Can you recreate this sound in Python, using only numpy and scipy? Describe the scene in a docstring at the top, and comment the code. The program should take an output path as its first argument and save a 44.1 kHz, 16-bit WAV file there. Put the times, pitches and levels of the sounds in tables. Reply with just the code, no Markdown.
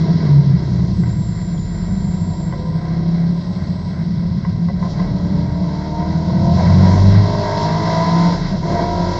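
"""First a V8 slowing for a corner over a droning driveline; then it holds, pulls hard and shifts up.
We are inside a stripped race car, with a small camera for a microphone. Sines locked to the engine cycle
sweep through the cabin's fixed resonances. Coloured noise makes road boom, panel roar and wind hiss.
A thin line whistles at a gap, a low sine is the shaken body, and ringing modes and short tones
are its knocks and squeaks."""
import sys
import numpy as np
from scipy import signal
from scipy.fft import rfft, irfft, next_fast_len
from scipy.io import wavfile
from scipy.ndimage import uniform_filter1d

SR = 44100
rng = np.random.default_rng(int(sys.argv[2]) if len(sys.argv) > 2 else 0)


def voltage_ratio(decibels):
    """Convert decibels (scalar or array-like) to amplitude ratios, 20 dB per decade."""
    exponent = np.asarray(decibels, float) / 20
    return 10 ** exponent


def store_pcm(level_fs):
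    """Save levels as 16-bit WAV."""
    pcm = np.round(np.clip(level_fs, -1, 1) * 32767).astype(np.int16)
    wavfile.write(sys.argv[1], SR, np.atleast_2d(pcm).T)


N = 405279

# colour of the floor pan: freq_hz, gain_db
FLOOR_COLOUR = [(140, -28.5), (230, 0), (264, -4.5), (296, 2.5), (403, -2), (432, -5), (500, -12),
                (650, -40.5), (1100, -120)]
# colour of the roaring panels: freq_hz, gain_db
PANEL_COLOUR = [(260, -41), (450, -8), (532, -7.5), (594, -4.5), (647, -2.5), (684, -3.5), (711, -2.5),
                (795, -19), (840, -9.5), (873, -16.5), (919, -5.5), (955, -1.5), (1060, -7.5),
                (1130, -34.5), (1250, -31), (1620, -49), (2750, -120)]
# colour of the rasp above them: freq_hz, gain_db
RASP_COLOUR = [(680, -33.5), (1150, 2), (1230, -2.5), (1340, 0.5), (1440, -0.5), (1580, 5), (1780, -7),
               (1910, 4.5), (1970, 4.5), (2250, -2.5), (2410, -18.5), (2500, -26), (3250, -45),
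               (5500, -120)]


def unit(x):
    """Scales a sound to rms 1."""
    return x / np.sqrt(np.mean(x ** 2) + 1e-20)


def along(points, hz):
    """Gain at hz from (freq_hz, gain_db) points joined on a log frequency axis."""
    f, v = np.transpose(points)
    return voltage_ratio(np.interp(np.log(hz + 1), np.log(f + 1), v))


def curves(rows):
    """One value per sample for each column after the time."""
    s, *cols = np.transpose(rows)
    return [np.interp(np.arange(N) / SR, s, c) for c in cols]


def wobble(rate):
    """A random curve through rate knots a second."""
    knots = rng.standard_normal(int(N * rate / SR) + 4)
    return np.interp(np.arange(N) * rate / SR, np.arange(len(knots)), knots)


def coloured(x, spectrum):
    """Filters x by a gain at each frequency, with no phase shift."""
    m = next_fast_len(N + 8192)
    gain = along(spectrum, np.fft.rfftfreq(m, 1 / SR))
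    return irfft(rfft(x, m) * gain, m)[:N]


def tone(turns):
    """A sine of rms 1 from its count of turns, starting at a random phase."""
    return np.sqrt(2) * np.sin(2 * np.pi * (turns + rng.random()))


def fade(rows, edge):
    """Open while a table of rows lasts, with ramps of edge seconds outside it."""
    start, end = rows[0][0], rows[-1][0]
    return np.interp(np.arange(N) / SR, [start - edge, start, end, end + edge], [0, 1, 1, 0])


def swell(s, length):
    """A soft Gaussian bump of height 1 about time s."""
    return np.exp(-((np.arange(N) / SR - s) / length) ** 2)


def follow(base_db, roar_share, hiss_share, roar_db, hiss_db):
    """A level that takes shares of the roar's and hiss's swings from their full-throttle levels."""
    full_roar_db, full_hiss_db = -29, -36
    return base_db + roar_share * (roar_db - full_roar_db) + hiss_share * (hiss_db - full_hiss_db)


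def thin_tone():
    """A steady, very faint high sine."""
    hz, level_db = 7820, -81.5
    return voltage_ratio(level_db) * tone(hz * np.arange(N) / SR)


def body():
    """The body's lowest mode, shaken by the road: one low sine, unsteady in pitch and level."""
    # time_s, pitch_hz, level_db
    body_mode = [(0.0, 41.26, -43), (1.5, 41.2, -36.5), (2.0, 41.26, -30), (3.6, 40.6, -42),
                 (4.7, 39.25, -44), (5.05, 39.5, -31), (5.35, 41.24, -40.5), (6.7, 40.3, -37.5),
                 (7.0, 39.84, -25.5), (7.7, 32.54, -37), (8.1, 34.04, -36), (8.5, 36.4, -27.5),
                 (9.18, 36.1, -31.5)]
    hz, level_db = curves(body_mode)
    turns = np.cumsum(hz + 2.5 * wobble(8)) / SR
    return voltage_ratio(level_db + 3.5 * wobble(6.5)) * tone(turns)


def road_boom(boom_db):
    """Low noise from the road, coloured by the cabin."""
    # freq_hz, gain_db
    boom_colour = [(26, -50), (45, -18), (70, -15.5), (92, -4.5), (118, -10), (160, -3.5), (172, 2.5),
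                   (186, -2), (212, -9), (220, -16), (231, -19.5), (260, -31.5), (340, -59), (570, -120)]
    noise = rng.standard_normal(N)
    return voltage_ratio(boom_db + 1.05 * wobble(6.3)) * unit(coloured(noise, boom_colour))


def wind(roar_db, hiss_db, treble_db, bumps, beat):
    """Wind noise in two bands, the lower pulsing with the engine cycle; treble_db briefly lifts or dips both."""
    # freq_hz, gain_db
    hiss_colour = [(1410, -42.5), (2400, -16.5), (2670, -7), (2900, -14.5), (3260, -3.5), (3640, -5.5),
                   (3960, 2.5), (4530, -0.5), (4980, 0.5), (5600, -2.5), (5900, -17.5), (7670, -38.5),
                   (13000, -120)]
    # freq_hz, gain_db
    top_colour = [(3380, -28.5), (5750, 1), (6930, -8), (7510, -9.5), (7990, -47), (10400, -57.5),
                  (17600, -120)]
    top_db = follow(-46.5, 0.26, 0.95, roar_db, hiss_db)
    hiss_noise, top_noise = rng.standard_normal((2, N))
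    hiss_level = voltage_ratio(hiss_db + 0.34 * treble_db + 0.5 * bumps + 1.1 * wobble(22))
    hiss = hiss_level * unit(coloured(hiss_noise * (1 + 0.4 * beat), hiss_colour))
    top_level = voltage_ratio(top_db + treble_db + 1.3 * wobble(16))
    return hiss + top_level * unit(coloured(top_noise, top_colour))


def panels(roar_db, hiss_db, bumps, beat):
    """Noise shaped by floor pan and panels; the roar and rasp pulse with the engine cycle."""
    pan_db = follow(-32, 0.47, 0.2, roar_db, hiss_db)
    rasp_db = follow(-37.5, 0.44, 0.4, roar_db, hiss_db)
    # the floor pan drums under hard braking, fading as the car slows
    braking_db, braking_s = 5.5, 0.88
    pan_db = pan_db + braking_db * swell(0, braking_s)
    pan_noise, roar_noise, rasp_noise = rng.standard_normal((3, N))
    pan = voltage_ratio(pan_db + 1.8 * wobble(5.4)) * unit(coloured(pan_noise, FLOOR_COLOUR))
    roar = voltage_ratio(roar_db + 1.6 * bumps) * unit(coloured(roar_noise * (1 + beat), PANEL_COLOUR))
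    rasp_level = voltage_ratio(rasp_db + 1.1 * bumps + 1.8 * wobble(13))
    rasp = rasp_level * unit(coloured(rasp_noise * (1 + 0.34 * beat), RASP_COLOUR))
    return pan + roar + rasp


def cabin(turns, load):
    """Road, panels and wind, with brief swells and dips and an engine beat; the load acts on the panels."""
    # base levels: time_s, boom_db, roar_db, hiss_db
    road = [(0.0, -21, -41, -41), (0.3, -22.5, -39.5, -43.5), (0.5, -15, -42.5, -46.5),
            (0.75, -20, -44, -48), (1.0, -17, -44.5, -48), (1.5, -22, -42.5, -48.5), (2.0, -17, -41.5, -48),
            (3.0, -24.5, -40.5, -47.5), (3.4, -23, -42.5, -46), (4.0, -20, -41, -48),
            (4.3, -16, -45, -48.5), (4.65, -15.5, -44, -47.5), (4.8, -21, -41.5, -48),
            (5.0, -18, -37.5, -44.5), (5.25, -21, -39.5, -46), (5.5, -14.5, -38.5, -46.5),
            (5.75, -24.5, -37.5, -45), (6.2, -24, -36, -42.5), (6.4, -10, -34, -42), (6.7, -12, -27, -37),
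            (7.2, -18.5, -31, -37), (7.6, -23.5, -28.5, -35), (8.3, -20.5, -30, -34.5),
            (8.45, -19.5, -32.5, -38), (8.6, -20, -31, -42), (8.75, -22, -29.5, -38.5),
            (9.18, -24.5, -28.5, -36.5)]
    # brief swells and dips of the cabin noise, from bumps, braking and the gear change:
    # time_s, length_s, roar_change_db, treble_change_db
    surges = [(0.082, .05, 8, -2.5), (0.27, 0.094, 3.5, -0.5), (0.794, .3, 4, 5.5), (4.842, 0.036, 8, 4),
              (4.917, 0.033, -1, 9.5), (5.013, 0.057, 2, 0.5), (6.003, 0.15, 2, -1.5), (6.596, 0.043, 5, 2),
              (6.992, 0.086, 3.5, 3.5), (8.337, 0.049, 3, -0.5), (8.545, 0.014, 3, -3),
              (8.691, 0.042, 3, 4), (8.797, .06, 6, -0.5)]
    boom_db, roar_db, hiss_db = curves(road)
    change_db, treble_db = sum(np.outer([low, high], swell(s, length)) for s, length, low, high in surges)
    roar_db = roar_db + change_db
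    bumps = wobble(13)  # the road shakes the panels together
    # once a cycle, once a crank turn, and at the firing rate
    beat = 0.13 * tone(turns) + 0.048 * tone(2 * turns) + 0.13 * tone(8 * turns)
    return (road_boom(boom_db) + load * panels(roar_db, hiss_db, bumps, beat)
            + wind(roar_db, hiss_db, treble_db, bumps, beat))


def squeaks():
    """Trim squeaks, each a brief, soft-edged tone."""
    # start_s, pitch_hz, peak_db
    trim = [(1.487, 5250, -45), (1.576, 3300, -42)]
    t = np.arange(N) / SR
    out = np.zeros(N)
    for s, hz, peak_db in trim:
        envelope = swell(s + .004, .003)
        out += voltage_ratio(peak_db) * envelope * np.sin(2 * np.pi * hz * t)
    return out


def knocks():
    """Each bump rings the same panel, duller or brighter by where it is struck, with a short crack."""
    # start_s, level_db, dull_modes_db, bright_modes_db, ring_length_factor
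    strikes = [(1.034, -29, -3, 2, 1.2), (1.543, -37, 9, -6, 1.3), (2.524, -23, -3, -2, .7),
               (2.535, -24, -1, -9, 1.6), (4.31, -29, -7, -10, 1.1), (4.449, -19, -10, -8, .9),
               (4.685, -23, -5, -7, 1.4), (4.698, -30, 10, -3, 1.5), (4.826, -23, -10, -12, 2.2),
               (4.86, -25, -8, -14, 2.1), (4.998, -24, -1, -4, 1.8), (5.641, -27, -5, -10, 1.3),
               (6.298, -25, 1, -24, 1.3), (7.349, -17, -3, -14, 1.3)]
    # freq_hz, level_db, t60_s (before the ring length factor), group (0 dull, 1 main, 2 bright)
    panel_modes = [(560, -4, .05, 0), (690, -5, .05, 0), (950, -7, .06, 1), (1030, -2, .045, 1),
                   (1530, -6, .035, 2), (1990, -2, .04, 2)]
    out, t = np.zeros(N + 8192), np.arange(8192) / SR
    onset = 1 - np.exp(-t / .0015)
    for s, level_db, dull_db, bright_db, length in strikes:
        ring = np.zeros(8192)
        for hz, mode_db, t60, group in panel_modes:
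            group_db = [dull_db, 0, bright_db][int(group)]
            decay = voltage_ratio(mode_db + group_db - 60 * t / (t60 * length))
            ring += decay * np.sin(2 * np.pi * hz * t)
        grit = uniform_filter1d(rng.standard_normal(8192), size=5)
        grit = uniform_filter1d(grit, size=5)
        crack = voltage_ratio(bright_db - 2 - 60 * t / .018) * grit
        out[round(s * SR):][:8192] += voltage_ratio(level_db) * onset * (ring + crack)
    return out[:N]


def whistle():
    """Air at a gap: a thin wandering line that fades near the sampling limit, with a mirror image."""
    # time_s, pitch_hz
    pitch = [(0.62, 7343), (0.78, 7775), (0.89, 8043), (0.95, 7747), (1.075, 7515), (1.092, 6900),
             (1.11, 7250), (1.17, 7488), (1.27, 7327), (1.62, 7115), (1.7, 7251), (2.05, 7250),
             (2.45, 7365), (2.54, 7540), (2.74, 7709), (3.05, 7970), (3.38, 7714), (3.46, 7790),
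             (3.55, 7680), (3.9, 7714), (4.15, 7946), (4.23, 7865), (4.55, 7990), (4.66, 8150),
             (4.74, 8000), (4.84, 7700), (4.9, 8100), (5.0, 7343), (5.1, 7330), (5.16, 7564), (5.25, 7260),
             (5.35, 7400), (5.42, 7260), (5.5, 7390), (5.6, 7300)]
    # time_s, level_db
    blown = [(.62, -20), (.95, -0.5), (1.1, 0), (1.26, 1), (2.45, -0.5), (2.54, -6.5), (4.3, -5.5),
             (4.9, -13.5), (5.0, -26), (5.6, -22)]
    # fading near the band edge: freq_hz, level_db
    band_edge = [(7000, -51), (7350, -50), (7550, -56), (7750, -65), (7950, -77), (8200, -85)]
    fold_hz = 8000  # the image folds about this limit
    hz = curves(pitch)[0] + 9 * wobble(30) + 22 * wobble(12)
    line = sum(along(band_edge, f) * tone(np.cumsum(f) / SR) for f in (hz, 2 * fold_hz - hz))
    level = voltage_ratio(curves(blown)[0] + 1.5 * wobble(45))
    return fade(pitch, 0.12) * level * line


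def drone(turns):
    """The driveline under braking: one shaft order, its pitch tied to the engine cycle."""
    # time_s, level_db
    drone_level = [(0, -15.5), (.15, -18), (.21, -27.5), (.3, -9), (.39, -6.5), (.44, -19), (.5, -9.5),
                   (.63, -22.5), (.72, -20), (.98, -22), (1.4, -27.5)]
    shaft_order = 3.67
    level = voltage_ratio(curves(drone_level)[0] + 1.6 * wobble(17))
    return fade(drone_level, 0.11) * level * tone(shaft_order * turns)


def orders(rows, hz, turns, unsteady_db, rate, colour=None):
    """Sines at multiples of the cycle, wavering in level, swelling as they cross a colour's peaks."""
    out = np.zeros(N)
    for order, level_db in rows:
        passed = 1 if colour is None else along(colour, order * hz)
        out += voltage_ratio(level_db + unsteady_db * wobble(rate)) * passed * tone(order * turns)
    return out


def engine():
    """A V8 as unsteady orders of its four-stroke cycle, coloured by the cabin; also gives the cycle count."""
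    # time_s, cycle_rate_hz, torque_db (shaking the mounts), throttle_db (heard in the upper orders)
    drive = [(0.0, 43.15, -10.5, -24), (0.25, 40.13, -4.5, -18), (0.49, 37.34, -24.5, -25),
             (0.79, 34.46, -12.5, -15), (1.2, 30.97, -18.5, -26), (1.6, 30.27, -32, -29.5),
             (2.0, 30.32, -10.5, -18), (2.43, 30.87, -11, -17), (2.8, 32.26, -6, -13),
             (3.1, 33.58, -7, -13), (3.36, 34.21, -7, -15), (3.52, 34.66, -19, -13.5),
             (4.1, 34.08, -16.5, -20.5), (4.4, 33.5, -10, -17), (4.75, 33.79, -19.5, -18.5),
             (5.07, 35.89, -9.5, -11.5), (5.55, 36.44, -19, -12), (5.73, 37.48, -8.5, -11.5),
             (5.96, 38.48, -13, -9.5), (6.2, 40.31, -4.5, -8.5), (6.35, 40.88, -21, -7),
             (6.48, 42.57, -5, -4), (6.6, 44, 0.5, -10.5), (6.83, 46.48, 6.5, -6), (7.01, 48.02, 2, -4),
             (7.19, 51.3, -1.5, -4.5), (7.32, 51.17, -3.5, -1), (7.52, 50.85, -13, 1),
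             (7.63, 52.13, -3.5, -1), (7.96, 54.72, -6, 2), (8.28, 57.24, 0.5, 1), (8.38, 56.07, -16, -12),
             (8.5, 51.15, -9, -15), (8.68, 42.74, -21, -5.5), (8.86, 43.47, -25, -4.5),
             (9.0, 43.93, -6.5, -1.5), (9.19, 44.54, -12.5, -3)]
    # low orders, carried by the mounts: order_of_cycle, level_db (before torque and shell)
    low_orders = [(3, -15), (4, -13.5), (5, -12.5)]
    # how the cabin passes the low orders: freq_hz, gain_db
    shell = [(88, -20), (100, -21.5), (115, -12.5), (130, -12.5), (145, -8), (158, -2.5), (170, 3.5),
             (180, -6.5), (195, -6.5), (225, -23.5), (265, -21), (290, -16)]
    # firing rate and its multiples: order_of_cycle, level_db (before throttle and bulkhead)
    firing_orders = [(8, -25.5), (16, -23.5), (24, -23)]
    # how the cabin passes the firing orders: freq_hz, gain_db
    bulkhead = [(240, -26.5), (270, -3.5), (300, 3), (350, -2.5), (400, -2.5), (440, -12.5), (480, -18),
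                (505, -2.5), (530, -12), (590, -5.5), (660, -3.5), (690, 3), (708, -10.5), (727, -5),
                (750, -15), (790, -27), (835, -12.5), (880, -18), (922, 2.5), (970, -13), (1060, -22),
                (1200, -32), (1400, -22)]
    # uneven firing and two banks: order_of_cycle, relative_level_db
    middle_orders = [(6, -2), (7, -5), (9, -10), (10, -7.5), (11, -10)]
    # the same, higher up: order_of_cycle, relative_level_db
    upper_orders = [(12, 2), (13, 1), (14, -7), (15, -3), (17, -0.5), (18, 3.5), (19, -3), (20, -4),
                    (21, 0), (22, 4), (23, 0), (26, 1), (28, -5.5), (30, 3.5), (31, -9.5), (32, 5.5),
                    (34, -9), (36, 3.5), (37, 0), (38, -4)]
    # once-per-turn crank shake, booming as the tyres fight for grip: time_s, level_db
    crank_shake = [(0, -31.5), (.3, -32.5), (.8, -26), (1.6, -35), (3.1, -37.5), (4.1, -50.5), (5.2, -32),
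                   (6.2, -28), (6.45, -32), (6.51, -17.5), (6.8, -12.5), (7.2, -7.5), (7.32, -23),
                   (8.1, -30.5), (8.7, -36.5), (9.0, -24), (9.19, -29.5)]
    hz, torque_db, throttle_db = curves(drive)
    turns = np.cumsum(hz) / SR + .0025 * wobble(25)  # the crank runs slightly unevenly

    crank = voltage_ratio(curves(crank_shake)[0] + 1.2 * wobble(23)) * tone(2 * turns)
    low = voltage_ratio(torque_db) * orders(low_orders, hz, turns, 1.5, 12, shell)
    firing = voltage_ratio(throttle_db) * orders(firing_orders, hz, turns, 2.2, 10, bulkhead)

    # the middle orders take a share of the torque and burble while the throttle is shut
    middle_db, torque_share, overrun_db, overrun_ends_s = -34, 0.42, 3.5, 2.03
    overrun = 1 / (1 + np.exp((np.arange(N) / SR - overrun_ends_s) / 0.12))
    middle_level = voltage_ratio(middle_db + torque_share * torque_db + overrun_db * overrun)
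    middle = middle_level * orders(middle_orders, hz, turns, 3, 5, FLOOR_COLOUR)

    # the upper orders open faster than the throttle
    upper_db, throttle_share = -30, 1.3
    upper = orders(upper_orders, hz, turns, 3, 5)
    heard = (coloured(upper, PANEL_COLOUR) + voltage_ratio(-24) * coloured(upper, RASP_COLOUR)
             + voltage_ratio(-3.5) * coloured(upper, FLOOR_COLOUR))
    upper = voltage_ratio(upper_db + throttle_share * throttle_db) * heard
    return crank + low + firing + middle + upper, turns


def gear_load():
    """The drive unloads for an instant as the next gear engages: a brief dip in gain."""
    time_s, length_s, dip_db = 8.605, .018, -7
    return voltage_ratio(dip_db * swell(time_s, length_s))


def scene():
    """Sums the car's sounds at the microphone, on one channel."""
    load = gear_load()
    motor, turns = engine()
    background = thin_tone() + body() + cabin(turns, load)
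    details = squeaks() + knocks() + whistle() + drone(turns)
    return (background + details + load * motor)[None]


def band_limit(x):
    """A steep low-pass at the top of the band."""
    return signal.sosfilt(signal.butter(12, 8140, fs=SR, output="sos"), x)


def record(dry):
    """The small camera: the loudest peaks round off at full scale."""
    mix = dry / (1 + np.abs(dry) ** 8) ** (1 / 8)
    return band_limit(mix)


dry = scene()
out = record(dry)
store_pcm(out)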